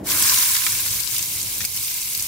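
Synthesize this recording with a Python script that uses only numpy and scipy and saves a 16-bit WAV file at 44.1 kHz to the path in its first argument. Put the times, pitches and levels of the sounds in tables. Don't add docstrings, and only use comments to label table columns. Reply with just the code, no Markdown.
import sys
import numpy as np
from scipy import signal
from scipy.fft import rfft, irfft, next_fast_len
from scipy.io import wavfile
from scipy.ndimage import map_coordinates

SR = 44100
rng = np.random.default_rng(int(sys.argv[2]) if len(sys.argv) > 2 else 0)


def volts(x):
    e = np.asarray(x, float) / 20
    return 10 ** e


def int16_out(signal):
    q = np.round(np.clip(np.atleast_2d(signal).T, -1, 1) * 32767)
    wavfile.write(sys.argv[1], SR, q.astype(np.int16))


N = 100283
PLACES = 20


def unit(x):
    return x / np.sqrt(np.mean(x ** 2) + 1e-20)


def along(points, hz):
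    f, value = np.transpose(points)
    return np.interp(np.log(hz + 1), np.log(f + 1), value)


def curve(rows):
    return np.interp(np.arange(N) / SR, *np.transpose(rows))


def wobble(rate):
    knots = rng.standard_normal(N // 100)
    return map_coordinates(knots, [np.arange(N) * rate / SR])


def filtered(x, response):
    m = next_fast_len(N + SR // 2)
    hz = np.fft.rfftfreq(m, 1 / SR)
    return irfft(rfft(x, m) * response(hz), m)[..., :N]


def peaks(table):
    def response(f):
        total = 0
        for k, (centre, width, db) in enumerate(table):
            damping = 1j * f * width
            total = total + (-1) ** k * volts(db) * damping / (centre * centre - f * f + damping)
        return total
    return response


# (time [s], level [dB])
BOIL_STRENGTH = [(0, -58), (.028, -62), (.05, -39), (.07, -27), (.1, -23), (.2, -21.5), (.25, -18.5),
                 (.42, -19.5), (.55, -21), (.63, -21.5), (.72, -24), (.95, -25), (1.17, -26.5), (1.25, -27),
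                 (1.6, -28.5), (1.8, -27.5), (2.27, -29.5)]


def sizzle():
    surge_db = 0.42 * wobble(9.61) + 0.37 * wobble(39.81)
    boil = volts(curve(BOIL_STRENGTH) + surge_db)
    return boil * (fizz() + bowl()) / np.sqrt(PLACES)


# (frequency [Hz], level [dB])
FIZZ_SPECTRUM = [(500, -45), (900, -7), (1850, -23.5), (2100, -6), (2900, -8.5), (5400, -4), (12000, -3),
                 (15700, -3)]


def fizz():
    ringing = bubbles(count=20000, low_hz=1500, high_hz=16900, cycles=5.8, spread_db=2.0, size=96)
    ticks = bubbles(count=2500, low_hz=3040, high_hz=16000, cycles=1.66, spread_db=3.5, size=48)
    steam = rng.standard_normal((PLACES, N))
    mix = ringing + volts(-6) * ticks + volts(-4.5) * steam
    return unit(filtered(mix, lambda hz: volts(along(FIZZ_SPECTRUM, hz))))


# (frequency [Hz], width [Hz], level [dB])
BOWL_MODES = [(1004, 127, 1), (1644, 355, -1.5), (2400, 245, -7.5)]


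def bowl():
    level_db, dries_db_per_s, dry_s = -13, 9, 1.42
    big = bubbles(count=5000, low_hz=820, high_hz=2800, cycles=1.43, spread_db=2.5, size=256)
    big = unit(filtered(big, lambda hz: peaks(BOWL_MODES)(hz) * hz ** 2 / (hz ** 2 + 700 ** 2)))
    wet_db = level_db - dries_db_per_s * np.minimum(np.arange(N) / SR, dry_s)
    return volts(wet_db) * big


def bubbles(count, low_hz, high_hz, cycles, spread_db, size):
    when, pitch, ring, strength = rng.random((count, 4)).T
    hz = low_hz + (high_hz - low_hz) * pitch
    gain = np.sqrt(hz) * volts(-spread_db * np.log(1.002 - strength))
    return unit(bursts(when * N / SR, hz, cycles * (0.6 + 0.43 * ring), gain, size))


def bursts(s, hz, cycles, gain, size):
    u = np.arange(size) / SR * (hz / cycles)[:, None]
    envelope = np.e * 3 * u * np.exp(-3 * u)
    wave = gain[:, None] * envelope * np.sin(2 * np.pi * u * cycles[:, None])
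    row = N + size
    start = (s * SR).astype(int) + np.arange(len(s)) % PLACES * row
    at = start[:, None] + np.arange(size)
    return np.bincount(at.ravel(), wave.ravel(), PLACES * row).reshape(PLACES, -1)[:, :N]


# (time [s], peak level [dB], pitch [Hz], ring length [cycles])
SPITTING_DROPS = [(.118, -10, 4000, 1.1), (0.169, -11, 11000, 1.2), (.196, 0, 11000, 1.8),
                  (0.223, 3, 9000, 1.2), (.236, -8, 5400, 3.8), (.296, -1, 4960, 2.1), (0.343, 1, 8000, 1),
                  (.386, 0, 7960, 1.2), (0.425, -0.5, 8000, 0.76), (.438, -9, 6500, 0.67),
                  (.519, -14, 6500, 1.5), (0.566, -9, 5000, 1.9), (.6652, -2.5, 4530, 1),
                  (0.683, -11, 8000, 0.86), (.998, -21, 4450, 4), (1.002, -4.5, 10400, 1.2),
                  (1.075, -6, 5000, 1.5), (1.113, -13, 7500, 2.3), (1.129, -7, 12500, 1.6),
                  (1.145, -10, 9500, 1.4), (1.182, -1, 11000, 0.85), (1.192, -12, 6500, 3),
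                  (1.227, -9.5, 6370, 3), (1.605, -11, 5500, 1.2), (1.615, -12, 6500, 1.7),
                  (1.6505, 0, 9000, 0.83), (1.764, -6, 12500, 1.5), (1.773, -14.5, 5450, 4.6),
                  (1.830, -6, 12000, 1.5), (2.150, -13.5, 4970, 2)]
# (time [s], peak level [dB], pitch [Hz], ring length [cycles])
LATER_DROPS = [(1.4294, -10, 8780, 2.3), (1.5384, -14, 9930, 2.3), (1.8724, -8, 12800, 2),
               (1.8814, -9, 12800, 2), (1.9404, -12, 9540, 2), (1.9604, -12, 12500, 2),
               (2.0744, -13, 9440, 2), (2.0884, -10, 11200, 2), (2.1334, -10, 11900, 2),
               (2.174, -8, 11800, 2), (2.197, -12, 5550, 2.2), (2.2053, -10, 8080, 2.2),
               (2.224, -6, 9900, 2)]


def spits():
    burst_db, spray_db, spray_t60 = -2, -9, 0.0083
    s, db, hz, cycles = np.transpose([*SPITTING_DROPS, *LATER_DROPS])
    cycles = np.clip(cycles, .5, 12)
    centre = hz[:, None]
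    width = (3.8 * hz / cycles)[:, None]

    def band(f):
        return (f * width / np.abs(centre * centre - f * f + 1j * f * width)) ** 2

    drops = bursts(s, hz, cycles, volts(db + burst_db), size=400)
    drops = drops + sprays(s, db + spray_db, band, spray_t60)
    return filtered(drops, lambda f: (f / (f - 1500j)) ** 2)


# (time [s], peak level [dB], lowest pitch [Hz])
WET_BUBBLES = [(.088, -22.5, 950), (.117, -17, 2000), (0.202, -26, 2100), (0.319, -19, 900),
               (0.551, -23, 1400), (.567, -21, 1300), (0.618, -21, 1000), (.665, -16, 900),
               (.75, -25.5, 1400), (.86, -25, 950), (1.145, -26.5, 950), (1.163, -18.5, 2100),
               (1.192, -22.5, 2000), (1.606, -21.5, 1450), (1.615, -25, 1500), (1.642, -25, 1450),
               (1.774, -28, 2100), (1.91, -30, 1500), (2.146, -25, 2000)]


def splutters():
    s, db, hz = np.transpose(WET_BUBBLES)
    low, span = hz[:, None], 3.5
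    return sprays(s, db, lambda f: (f > low) / (1 + (f / (span * low)) ** 2), t60=0.023)


def sprays(s, db, band, t60):
    size, rise_s = 2048, 0.00038
    t = np.arange(size) / SR
    noise = irfft(rfft(rng.standard_normal((len(s), size))) * band(np.fft.rfftfreq(size, 1 / SR)))
    envelope = (1 - np.exp(-t / rise_s)) * volts(-60 * t / t60)
    noise *= envelope / noise.std(axis=1, keepdims=True)
    place = np.arange(len(s))[:, None] % PLACES
    sample = (s * SR).astype(int)[:, None] + np.arange(size)
    out = np.zeros((PLACES, N))
    np.add.at(out, (place, sample), volts(db)[:, None] * noise)
    return out


# (left level [dB], right level [dB])
REFLECTED_DB = [-5.5, 3]
# (left level [dB], right level [dB])
DIRECT_DB = [2.5, -2.5]
# (frequency [Hz], left over right [dB])
PORT_BALANCE = [(60, 4), (180, -8), (550, -8.5), (1650, 4), (4970, 3), (15000, -1)]


def tiles(x):
    t60, rise_s, apart_s = .03, 0.001, .00015
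    t = np.arange(SR // 10) / SR
    answer = rng.standard_normal((2, PLACES, len(t))) * volts(-60 * t / t60) * (1 - np.exp(-t / rise_s))
    answer *= volts(REFLECTED_DB)[:, None, None] / np.linalg.norm(answer, axis=2, keepdims=True)
    late = (rng.random(PLACES) * apart_s * SR).astype(int)
    answer[0, :, 0] = volts(DIRECT_DB[0])
    answer[1, np.arange(PLACES), late] = volts(DIRECT_DB[1])
    out = signal.fftconvolve(x[None], answer, axes=2)[..., :N].sum(axis=1)
    half = np.array([[.5], [-.5]])
    return filtered(out, lambda hz: volts(along(PORT_BALANCE, hz) * half) * (hz / (hz - 600j)) ** 2)


def clatter():
    level_db, t60 = -35, 1.83
    modes = peaks([(188, 25, 1), (310, 70, 0), (750, 250, -10)])
    plate = pair(lambda hz: np.abs(modes(hz)) * hz / (hz + 100) / (1 + (hz / 950) ** 6))
    return volts(level_db - 60 * np.arange(N) / SR / t60) * plate


# (time [s], level [dB])
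HUM_GAIN = [(0, -39.5), (.25, -44.5), (.5, -48), (.65, -45), (.78, -42.5), (.94, -42.5), (1.02, -45),
            (1.3, -45), (1.63, -43), (1.85, -50), (2.08, -48.5), (2.27, -44.5)]
# (frequency [Hz], width [Hz], level [dB])
STANDING_WAVES = [(50, 4.6, -8), (101.2, 30.8, 1), (205, 29.3, -7), (300, 37, -11.5), (653, 56, -41.5)]
# (frequency [Hz], level per hertz [dB])
AIR_NOISE = [(20, -14), (200, -22.5), (800, -21.5), (1200, -30), (2000, -30), (6000, -58), (16000, -80)]
# (frequency [Hz], level relative to the hum [dB])
MOTOR_LINES = [(54, -10), (97, -8), (112, -8)]


def kitchen():
    t = np.arange(N) / SR
    hum = pair(lambda hz: np.abs(peaks(STANDING_WAVES)(hz)) + volts(along(AIR_NOISE, hz)))
    for hz, db in MOTOR_LINES:
        phase = 2 * np.pi * hz * t + 0.75 * wobble(2.92)
        hum = hum + volts(db + 2.3 * wobble(3)) * np.sin(phase)
    return volts(curve(HUM_GAIN)) * hum


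# (frequency [Hz], left-right likeness [0 to 1])
LIKENESS = [(60, 1), (240, 0.97), (950, 0.28), (3770, 1), (15000, 0.074)]


def pair(response):
    def mid_side(hz):
        angle = np.arccos(np.clip(along(LIKENESS, hz), -1, 1)) / 2
        return response(hz) * [np.cos(angle), np.sin(angle)]

    mid, side = filtered(rng.standard_normal((2, N)), mid_side)
    return unit(np.array([mid + side, mid - side]))


def scene():
    return tiles(sizzle() + spits() + splutters()) + clatter() + kitchen()


# (time [s], hold [s], left level [dB], right level [dB])
DUCKINGS = [
    (0.57, 0.093, -4, -1),
    (1.012, 0.1, -0.5, -5),
    (1.662, 0.081, -4, -1.5),
]


def gain_control(x):
    edge_s = 0.0061
    t = np.arange(N) / SR
    duck_db = 0
    for s, hold, left, right in DUCKINGS:
        inside = np.clip(np.minimum(t - s, s + hold - t) / edge_s + .5, 0, 1)
        duck_db = duck_db + np.array([[left], [right]]) * inside
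    return x * volts(duck_db)


def band_limit(x):
    return signal.sosfilt(signal.butter(12, 17040, fs=SR, output="sos"), x)


def record(dry):
    ceiling, top_hz = .9, 15750
    x = gain_control(dry)
    x = x / (1 + np.abs(x / ceiling) ** 4) ** (1 / 4)
    x = filtered(x, lambda hz: 1 / (1 + (hz / top_hz) ** 200))
    return band_limit(x)


dry = scene()
out = record(dry)
int16_out(out)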